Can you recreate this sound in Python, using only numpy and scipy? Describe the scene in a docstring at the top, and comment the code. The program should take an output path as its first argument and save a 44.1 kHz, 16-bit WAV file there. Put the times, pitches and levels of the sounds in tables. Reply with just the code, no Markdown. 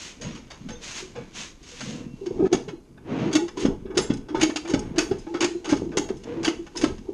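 """Slack chain brushes softly, then a lever chain hoist clanks in a workshop as it is cranked, close to a
small camera standing on the loaded steel rig. Clanks are grainy noise bursts through the steel's modes; chain
drags and brushes as filtered grains. Jolts boom through the rig, mostly near 330 Hz, as swelling cosines;
single parts ring as wavering sines. Behind them the rig hums, scrapes and sways, and the shop answers."""
import sys
import numpy as np
from scipy import signal
from scipy.fft import rfft, irfft, next_fast_len
from scipy.io import wavfile
from scipy.ndimage import uniform_filter1d, map_coordinates

SR = 44100
rng = np.random.default_rng(int(sys.argv[2]) if len(sys.argv) > 2 else 0)


def gain_from_db(level_db):
    """Convert decibel levels to linear amplitude factors (20 dB per decade)."""
    decades = np.asarray(level_db, float) / 20
    return 10 ** decades


def generate_wav(sig):
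    """Save sig (samples, or channels by samples) to the path in sys.argv[1] as 16-bit PCM at SR."""
    pcm = np.round(np.clip(np.atleast_2d(sig).T, -1, 1) * 32767).astype(np.int16)
    wavfile.write(sys.argv[1], SR, pcm)


N = 314433  # samples

# Modes of the hoist steel. Each row: centre in Hz, width in Hz, level in dB.
STEEL = [(850, 8.1, 1.5), (921, 8.3, 1), (1200, 250, -14.5), (1273, 15, 3.5), (1528, 46, -1.5),
         (1730, 50, 1), (2250, 63, -3.5), (2577, 42, -1), (2960, 27, -20.5), (3308, 13, -1.5),
         (4050, 18, -10), (4670, 46, -38), (4953, 66, -7), (5200, 17, -4), (6600, 17, -17), (7400, 56, -22),
         (9310, 70, -20.5)]
# Jolts through the rig, and a few long quiet hums of the rig while the lever is pulled (near 3.62, 4.31, 4.66,
# 5.32 and 5.51 s). Each row: time of the peak in seconds, level in dB, boom in Hz, nominal t60 in seconds.
JOLTS = [(.27, -28.5, 157.5, 0.18), (1.029, -31.5, 373, .11), (1.181, -34.5, 210, 0.13),
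         (1.39, -42, 222, 0.17), (2.218, -27, 396, 0.14), (2.2744, -21, 360, 0.11),
         (2.3128, -18.5, 387, 0.033), (2.396, -17, 393, 0.056), (2.4103, -10.5, 316, 0.045),
         (2.429, -13, 396, 0.064), (2.4472, -12, 384, 0.077), (2.4689, -14, 313, 0.011),
         (2.5326, -7, 361, 0.03), (2.5485, -12, 288, 0.012), (2.682, -27.5, 420, 0.098),
         (2.738, -26, 333, 0.04), (3.2642, -20, 297, 0.039), (3.2785, -19, 339, 0.064),
         (3.303, -27, 323, .044), (3.327, -26, 328, 0.1), (3.362, -9, 308.4, 0.096),
         (3.4305, -19.5, 344, .14), (3.578, -25.5, 305, 0.094), (3.617, -41, 334, 0.089),
         (3.654, -4.5, 276, 0.016), (3.6864, -16, 276, 0.052), (3.7062, -26, 393, 0.055),
         (3.857, -26.5, 385, 0.032), (3.904, -25, 367, 0.039), (3.9757, -11.5, 346, 0.029),
         (3.99, -10, 387, 0.011), (4.1049, -12.5, 283, .038), (4.1303, -22, 252, 0.013),
         (4.312, -25.5, 307, 0.11), (4.3508, -14.5, 332, 0.03), (4.3786, -21.5, 383, 0.1),
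         (4.4387, -11, 319, 0.097), (4.4967, -16.5, 299, 0.033), (4.563, -24.5, 305, 0.097),
         (4.66, -28.5, 332, 0.25), (4.7013, -22.5, 344, 0.12), (4.7424, -6.5, 275, .032),
         (4.7614, -23, 303, .04), (4.9865, -10.5, 326, 0.049), (5.0032, -14, 338, 0.036),
         (5.1178, -11.5, 378, 0.035), (5.276, -26, 321, 0.099), (5.315, -29.5, 335, 0.29),
         (5.3526, -16.5, 331, .036), (5.417, -13.5, 334, 0.017), (5.435, -19, 347, 0.082),
         (5.4516, -14.5, 310, 0.035), (5.511, -27, 335, 0.087), (5.556, -22, 347, 0.075),
         (5.6849, -22.7, 335, 0.046), (5.7008, -21, 332, 0.099), (5.7285, -7.5, 285, 0.042),
         (5.8214, -16, 380, 0.0088), (5.8691, -21.5, 335, 0.12), (5.9738, -11, 380, 0.007),
         (5.997, -15.5, 300, 0.025), (6.1074, -15.5, 384, 0.036), (6.3835, -23.5, 331.6, 0.23),
         (6.4859, -11.5, 315, 0.074), (6.5009, -20.5, 330, 0.04), (6.42, -35, 334, 0.14),
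         (6.601, -25.5, 335, 0.13), (6.765, -30, 340, 0.13), (6.8418, -6.5, 305, 0.023),
         (6.8765, -25, 243, 0.11), (7.094, -18, 362, 0.032)]
# Spectrum of chain links rubbing, before any tilt. Each row: frequency in Hz, level in dB per Hz.
LINKS = [(320, 11.5), (550, 5), (793, 1.5), (872, 0), (958, 5), (1170, 0), (2790, 1), (5000, -7.5),
         (6470, -6.5), (11000, -37.5), (12900, -49), (14000, -74)]
# Low modes of the rig against the floor. Each row: centre in Hz, width in Hz, level in dB.
SCRAPE = [(121.8, 42.7, -1.9), (205.7, 86, 1), (263, 110, -1.17)]


def unit(x):
    """Scaled to rms 1."""
    return x / np.sqrt(np.mean(x ** 2) + 1e-20)


def along(points, hz):
    """(Hz, value) points read on a log frequency axis."""
    f, v = np.transpose(points)
    return np.interp(np.log(hz + 1), np.log(f + 1), v)


def curves(rows):
    """One value per sample for each column after the time."""
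    s, *cols = np.transpose(rows)
    return [np.interp(np.arange(N) / SR, s, c) for c in cols]


def filtered(x, response):
    """x passed through a complex response of frequency."""
    m = next_fast_len(x.shape[-1] + 8192)
    spectrum = rfft(x, m) * response(np.fft.rfftfreq(m, 1 / SR))
    return irfft(spectrum, m)[..., :x.shape[-1]]


def tilted(spectrum, slope_db):
    """A spectrum leaning by slope_db per octave about 3 kHz, with no bass well under its first point."""
    def response(hz):
        bass = (hz / (.4 * spectrum[0][0])).clip(0, 1) ** 3
        octaves = np.log2((hz + 1) / 3000).clip(-3, 2)
        return bass * gain_from_db(along(spectrum, hz) + slope_db * octaves)
    return response


def body(modes):
    """Causal response of a few resonances (Hz, width Hz, dB), with alternating signs."""
    def response(f):
        return sum((-1) ** k * gain_from_db(db) * 1j * f * w / (c * c - f * f + 1j * f * w)
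                   for k, (c, w, db) in enumerate(modes))
    return response


def grit(size, spread_db, grain_s):
    """Many tiny contacts: noise whose level wanders from grain to grain."""
    knots = rng.standard_normal(int(size / SR / .0005) + 4)
    grain = np.arange(size) / SR / max(grain_s, .0005)
    return rng.standard_normal(size) * gain_from_db(spread_db * map_coordinates(knots, [grain]))


def swells(rows, rest_db):
    """Gain that rises and falls as a bell around each (s, dB, rise s, fall s), powers added over a rest level."""
    t = np.arange(SR) / SR - .5
    power = np.full(N + 2 * SR, gain_from_db(2 * rest_db))
    for s, db, rise, fall in rows:
        power[round(s * SR):][:SR] += gain_from_db(2 * db) * np.exp(-(t / np.where(t < 0, rise, fall)) ** 2)
    return np.sqrt(power[SR // 2:][:N])


def clanks():
    """Each clank is a clump of micro-contacts, heard directly and through the steel's modes at new strengths."""
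    # Pawl and link clanks. Each row: start in seconds, relative level in dB, rattle t60 in seconds,
    # brightness in dB per octave.
    strikes = [(.0215, -47, 0.12, 6), (0.211, -33.5, 0.23, 3.5), (.3471, -40.5, 0.2, 2.5),
               (0.5022, -34.5, .19, 1), (0.6858, -34, 0.21, 0.5), (1.152, -35.5, 0.34, -3.5),
               (1.3474, -41, 0.15, 7), (1.6285, -44, 0.075, 3.5), (1.8044, -27.5, 0.052, 1),
               (2.259, -34, 0.068, 0.5), (2.389, -44, 0.2, -10), (2.4486, -42, 0.061, -15),
               (2.526, -19, 0.083, 3), (2.6799, -33, 0.11, -1), (2.9723, -47.5, 0.063, -7),
               (3.312, -32, 0.12, -2), (3.3278, -22, .07, 5), (3.3513, -14, 0.05, 3),
               (3.478, -32.5, .055, -0.5), (3.5703, -33.5, 0.09, 2.5), (3.5944, -37.5, 0.19, 12),
               (3.6506, -23, 0.07, -1), (3.855, -45, 0.12, -7), (3.902, -38.5, 0.091, -5),
               (3.9455, -37.5, 0.53, -1.5), (3.9717, -15, 0.09, 5), (3.986, -32.5, 0.41, -2),
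               (4.0981, -26, 0.089, -3), (4.134, -35.5, 0.023, 8), (4.168, -43, 0.023, 6),
               (4.284, -39.5, 0.23, -2.5), (4.346, -25.5, 0.18, -3.5), (4.3708, -42, 0.079, 9),
               (4.3962, -27, 0.098, -0.5), (4.4099, -16.5, 0.074, 3), (4.4268, -14, 0.05, 3),
               (4.4932, -27.5, 0.055, -2), (4.5588, -18, 0.053, 3), (4.6485, -34.5, 0.12, -2),
               (4.6742, -31, 0.22, 1.2), (4.6944, -28.5, .12, 3.5), (4.7357, -21, 0.056, 1),
               (4.789, -35, 0.027, 12), (4.9577, -36.5, 0.39, 0), (4.9808, -15.5, 0.11, 3),
               (5.1093, -31.5, 0.098, -2.2), (5.183, -47, 0.084, 15), (5.2654, -40, 0.039, -6.5),
               (5.3395, -27, 0.16, -2.5), (5.4049, -18.5, 0.16, 2.5), (5.4194, -18.5, 0.072, 0.5),
               (5.4406, -15, 0.038, 2.2), (5.6436, -29, 0.23, 1), (5.69, -23, 0.17, 1.3),
               (5.6992, -28.5, 0.2, 5), (5.7234, -20, 0.038, -3.5), (5.764, -36, 0.13, 4),
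               (5.916, -39.5, 0.17, -5), (5.9699, -14.5, 0.049, 4.5), (6.0867, -35, 0.1, -0.5),
               (6.1674, -49, 0.049, 13), (6.235, -39.5, 0.011, 4.5), (6.4293, -27, 0.045, 2.5),
               (6.4451, -16, 0.096, 2.5), (6.4767, -17, 0.061, 1.5), (6.6638, -38.5, 0.051, -.6),
               (6.753, -37, 0.16, 2.5), (6.7693, -27, .14, 8), (6.8122, -25, .19, 3.5),
               (6.8383, -18.5, 0.045, 0.1), (6.9788, -43, 0.023, 0)]
    # Spectrum of the direct rattle. Each row: frequency in Hz, level in dB per Hz.
    clatter = [(320, -7), (550, 2.5), (2190, -5.5), (2440, -6.5), (2990, -1.5), (4190, -17), (4490, -4.5),
               (5350, -14.5), (6560, -8), (8140, -26.5), (11000, -35), (14000, -105)]
    rise_s, hold_s = .0015, .009  # contacts gather, keep coming, then thin out
    out, t = np.zeros(N + SR), np.arange(SR // 3) / SR
    hz, width, level = np.transpose(STEEL)
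    width = np.maximum(width, hz / 40)  # parts pressed together damp each other
    for s, db, life, slope_db in strikes:
        contacts = grit(len(t), spread_db=2.6, grain_s=.002)
        burst = gain_from_db(-60 * (t - hold_s).clip(0) / max(life, .01) - 4)
        burst = burst * (1 - np.exp(-t / rise_s))
        luck = rng.standard_normal((len(hz), 2))
        strength = level + 2 * luck[:, 0] + slope_db * np.log2(hz / 3000).clip(-1, 2)
        pitch = hz * (1 + 0.023 * luck[:, 1])  # links seat differently each time
        rattle = burst * unit(filtered(contacts, tilted(clatter, slope_db)))
        ring = filtered(burst * unit(contacts), body(np.transpose([pitch, width, strength])))
        ring = filtered(ring, lambda f: 1 / (1 + 1j * f / 9000) ** 2)  # heavy steel carries little of the top
        out[round(s * SR):][:len(t)] += gain_from_db(db) * (gain_from_db(-3.5) * rattle + gain_from_db(10) * ring)
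    return out[:N]


def jolts():
    """A jolt swells the rig's boom to an inward peak over a dull thud; the loose mount adds an overtone."""
    # jolts on the rig's own pitch are clean, those away from it come with more thud
    home_hz, clean_thud_db, thud_db_per_octave = 335, -25, 53
    # long booms also swell slowly, strong ones most
    shortest_rise_s, rise_per_t60 = 0.0021, 0.26
    out, t = np.zeros(N + SR), np.arange(SR // 3) / SR - .05
    for s, db, hz, t60 in JOLTS:
        away = min(abs(np.log2(hz / home_hz)), .4)  # octaves
        rise = shortest_rise_s + rise_per_t60 * t60 * gain_from_db(db / 2 - 31.6 * away)  # thuddy ones strike at once
        thud_db = clean_thud_db + thud_db_per_octave * away
        decay = gain_from_db(db - 60 * t.clip(0) / max(t60, .015))
        swell = decay * np.exp(-(t.clip(None, 0) / rise) ** 2)
        phase = 2 * np.pi * hz * t
        overtone = gain_from_db(-6) * swell * np.cos(2 * phase + 0.11)  # relatively stronger in hard jolts
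        boom = np.cos(phase) + overtone
        thud = unit(filtered(rng.standard_normal(len(t)), lambda f: body(SCRAPE)(f) ** 2))
        out[round(s * SR):][:len(t)] += swell * (gain_from_db(thud_db) * thud - boom)
    return out[SR // 20:][:N]


def sweeps():
    """Slack links brush over one another in a soft swell."""
    # Slack chain sweeping past. Each row: time of the peak in seconds, rms level at the peak in dB,
    # rise in seconds, fall in seconds, brightness in dB per octave.
    brushes = [(0.052, -40.5, 0.061, 0.044, 5.5), (.85, -38, 0.02, 0.11, 4.5),
               (.98, -35.5, 0.023, 0.031, 5), (1.389, -36, 0.027, 0.059, 4),
               (1.708, -46.5, 0.047, 0.061, 5), (1.851, -41, 0.07, 0.091, 4.5),
               (1.931, -42.5, 0.041, 0.1, -4.5), (3.12, -30.5, 0.035, 0.049, -6),
               (3.239, -26.5, 0.078, 0.045, -5), (3.621, -35.5, 0.024, 0.021, 2.5),
               (6.29, -35.5, 0.03, 0.16, -5.5), (2.464, -46, 0.016, 0.088, 0),
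               (0.249, -42.5, 0.013, 0.098, 0.5)]
    out, t = np.zeros(N + SR), np.arange(SR // 2) / SR - .2
    for s, db, rise, fall, slope_db in brushes:
        swell = np.exp(-.5 * (t / np.where(t < 0, rise, fall)) ** 2)
        contacts = grit(len(t), spread_db=1.5, grain_s=.003)
        brush = unit(filtered(contacts, tilted(LINKS, slope_db)))
        out[round(s * SR):][:len(t)] += gain_from_db(db) * swell * brush
    return out[SR // 5:][:N]


def drag():
    """Links slide and chatter over the sprocket, dull or bright by the run, and keep the steel singing."""
    # Chain running over steel. Each row: time in seconds, level in dB,
    # brightness in dB per octave (held within -4 to 4 below).
    runs = [(0, -45.5, 7), (.14, -51, 0.5), (.32, -54, -2.5), (.61, -52, -1.5), (1.06, -49, -1.5),
            (1.69, -61.5, 1), (1.83, -66, 17), (2.04, -62, -1.5), (2.6, -58.5, 16), (2.74, -73, 4),
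            (3.1, -51.5, -9), (3.28, -36.5, -14), (3.49, -58, -2.5), (4.57, -54, -5.5), (4.83, -42, -6.5),
            (5.44, -60.5, 4.5), (6.49, -56.5, -1), (7.13, -64, 7)]
    level_db, slope_db = curves(runs)
    contacts = grit(N, spread_db=2, grain_s=.003)

    def rubbed(lean):
        links = filtered(contacts, tilted(LINKS, lean))
        return unit(filtered(links, lambda hz: 1 + body(STEEL)(hz)))

    dull, bright = rubbed(-4), rubbed(4)
    share = ((slope_db + 4) / 8).clip(0, 1)
    return gain_from_db(level_db) * ((1 - share) * dull + share * bright)


def chinks():
    """One pitched ring, rough and wavering in level and phase, with a bell-shaped fade."""
    # Short pitched rings of single links and bars, each fading within its own length. Each row:
    # start in seconds, pitch in Hz, level in dB before the waver, length in seconds.
    rings = [(0.221, 607, -42, .04), (0.223, 6600, -46.5, 0.059), (.32, 5800, -52, .031),
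             (0.702, 485, -39.5, 0.059), (0.706, 6330, -45.5, 0.057), (.755, 3600, -48, 0.023),
             (1.16, 850, -47, 0.044), (1.161, 480, -31.5, 0.053), (1.86, 485, -44, 0.2),
             (.2, 478, -44, 0.14), (.81, 472, -45, 0.026), (2.531, 6600, -35, 0.027),
             (3.38, 850, -32.5, 0.057), (4.75, 850, -40.5, 0.087), (1.72, 485, -46.5, .047),
             (1.927, 2720, -62.5, 0.54), (2.55, 797, -57, 0.2), (2.732, 4100, -69, 0.093),
             (4.02, 7400, -42, 0.06), (4.013, 10400, -42, 0.03), (4.346, 900, -27, 0.043),
             (5.97, 830, -41, 0.1), (6.753, 980, -37, 0.02), (3.572, 972, -32.5, 0.014),
             (5.275, 845, -44, 0.09), (5.464, 4100, -54, 0.12), (6.273, 475, -32, 0.1),
             (6.769, 5160, -31, 0.012)]
    out, t = np.zeros(N + SR), np.arange(SR // 2) / SR
    for s, hz, db, length in rings:
        knots = rng.standard_normal((2, 60))  # 100 a second
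        waver_db, slip = map_coordinates(knots, [[0 * t, 0 * t + 1], [t * 100] * 2])
        swell = gain_from_db(db + 3.6 * waver_db) * np.exp(-(t / length) ** 2) * (1 - np.exp(-t / 0.0005))
        out[round(s * SR):][:len(t)] += swell * np.sin(2 * np.pi * hz * t + .8 * slip)
    return out[:N]


def shake():
    """The rig hums around its jolts; each shove scrapes it on the floor and leaves it swaying."""
    # The rig's body. Each row: centre in Hz, width in Hz, level in dB.
    rig = [(335, 91, -2), (420, 76, -2), (485, 30, -5.5), (662, 20, -14), (850, 126, -16)]
    # Slow modes of the swaying rig. Each row: centre in Hz, width in Hz, level in dB.
    sway_modes = [(20.6, 8.5, 0), (66.2, 56, -4)]
    # Shoves of the rig on the floor. Each row: time of the peak in seconds, scrape in dB, sway in dB,
    # fall of the scrape in seconds.
    shoves = [(.26, -41, -49, 0.13), (.68, -39, -46, 0.06), (1.2, -39.5, -72, 0.048),
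              (1.89, -33.5, -53, 0.16), (2.38, -35.5, -43.5, 0.083), (2.58, -44.5, -67, 0.12),
              (2.93, -49, -69, 0.069), (3.22, -29.5, -55, 0.046), (3.69, -36.5, -38, 0.12),
              (3.99, -33.5, -43.5, 0.063), (4.13, -35, -41, 0.071), (4.39, -42, -44, .06),
              (4.78, -34, -39, 0.15), (5.13, -38.5, -42, 0.076), (5.8, -31, -38, 0.075),
              (6.05, -43.5, -45.5, 0.12), (6.42, -42, -51, 0.15), (6.87, -37.5, -38, 0.1)]
    hum_db, hum_rise_s, hum_fall_s, hum_rest_db = -24, 0.049, 0.062, -78  # hum_db is relative to the jolt
    shove_rise_s, sway_lingers, scrape_rest_db, sway_rest_db = 0.045, 1.23, -66.5, -54

    def stiff(f):
        return body(SCRAPE)(f) ** 2 * (f / (f - 70j)) ** 2  # the floor gives no deep bass

    hum = unit(filtered(rng.standard_normal(N), lambda f: body(rig)(f) / (1 + 1j * f / 900) ** 2))
    scrape = unit(filtered(grit(N, spread_db=5, grain_s=0.0072), stiff))
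    sway = unit(filtered(rng.standard_normal(N), lambda f: body(sway_modes)(f) ** 2))
    humming = swells([(s, db + hum_db, hum_rise_s, hum_fall_s) for s, db, *_ in JOLTS], hum_rest_db)
    scraping = swells([(s, db, shove_rise_s, fall) for s, db, _, fall in shoves], scrape_rest_db)
    swaying = swells([(s, db, shove_rise_s, sway_lingers * fall) for s, _, db, fall in shoves], sway_rest_db)
    return humming * hum + scraping * scrape + swaying * sway


def shop(x):
    """Each frequency of the room's answer dies at its own speed; a new tail for every third of a second."""
    # Decay of the workshop. Each row: frequency in Hz, t60 in seconds.
    room = [(300, 0.17), (1500, 0.3), (5000, 0.29), (11000, 0.39)]
    out, step = np.zeros(N + 2 * SR), SR // 3
    for start in range(0, N, step):
        hz, t, z = signal.stft(rng.standard_normal(SR // 2), SR, nperseg=256)
        decay = gain_from_db(-60 * t / along(room, hz)[:, None])
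        tail = signal.istft(z * decay, SR, nperseg=256)[1]
        wet = signal.fftconvolve(x[start:start + step], tail / np.linalg.norm(tail))
        out[start + 200:][:len(wet)] += wet  # 200 samples late, about 4.5 ms
    return out[:N]


def still():
    """The quiet of the shop and the camera's own hiss, as steady shaped noise."""
    # Spectrum of the quiet. Each row: frequency in Hz, relative level in dB per Hz.
    quiet = [(15, -39), (25, -8), (344, -4), (703, -24), (1160, -23), (3260, -83), (4140, -62.5),
             (4480, -34.5), (11600, -41.5), (14000, -54)]
    return gain_from_db(-53.5) * unit(filtered(rng.standard_normal(N), tilted(quiet, 0)))


def dips():
    """Gain that drops for a few hundredths of a second, with edges of a few milliseconds."""
    # Moments when everything dips briefly. Each row: start in seconds, end in seconds, gain in dB.
    moments = [(2.481, 2.516, -11.5)]
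    t = np.arange(N) / SR
    gain_db = sum(db * ((t > a) & (t < b)) for a, b, db in moments)
    return gain_from_db(uniform_filter1d(gain_db, size=150))


def scene():
    """The hoist sounds through the air of the shop, the rig straight into the camera."""
    hoist = clanks() + sweeps() + drag()
    ringing, boom = chinks(), jolts()
    echo = shop(gain_from_db(-8) * hoist + gain_from_db(-18) * ringing + gain_from_db(-5.5) * boom)
    air = hoist + ringing + echo
    return (dips() * (air + boom + shake() + still()))[None]


def roll_off(x):
    """The treble ends steeply here."""
    return signal.sosfilt(signal.butter(12, 14510, fs=SR, output="sos"), x)


def record(dry):
    """The microphone port rings in the treble, the top is cut at 14.4 kHz and the loudest peaks flatten."""
    # Resonances of the microphone port. Each row: centre in Hz, width in Hz, level in dB.
    port = [(6540, 96, 0), (10800, 220, -5)]

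    def microphone(hz):
        return np.prod([1 + body([mode])(hz) for mode in port], axis=0) * (hz < 14400)

    heard = filtered(dry, microphone)
    heard = heard / (1 + np.abs(heard / .56) ** 6) ** (1 / 6)  # peaks level off toward 0.56
    return roll_off(heard)


dry = scene()
out = record(dry)
generate_wav(out)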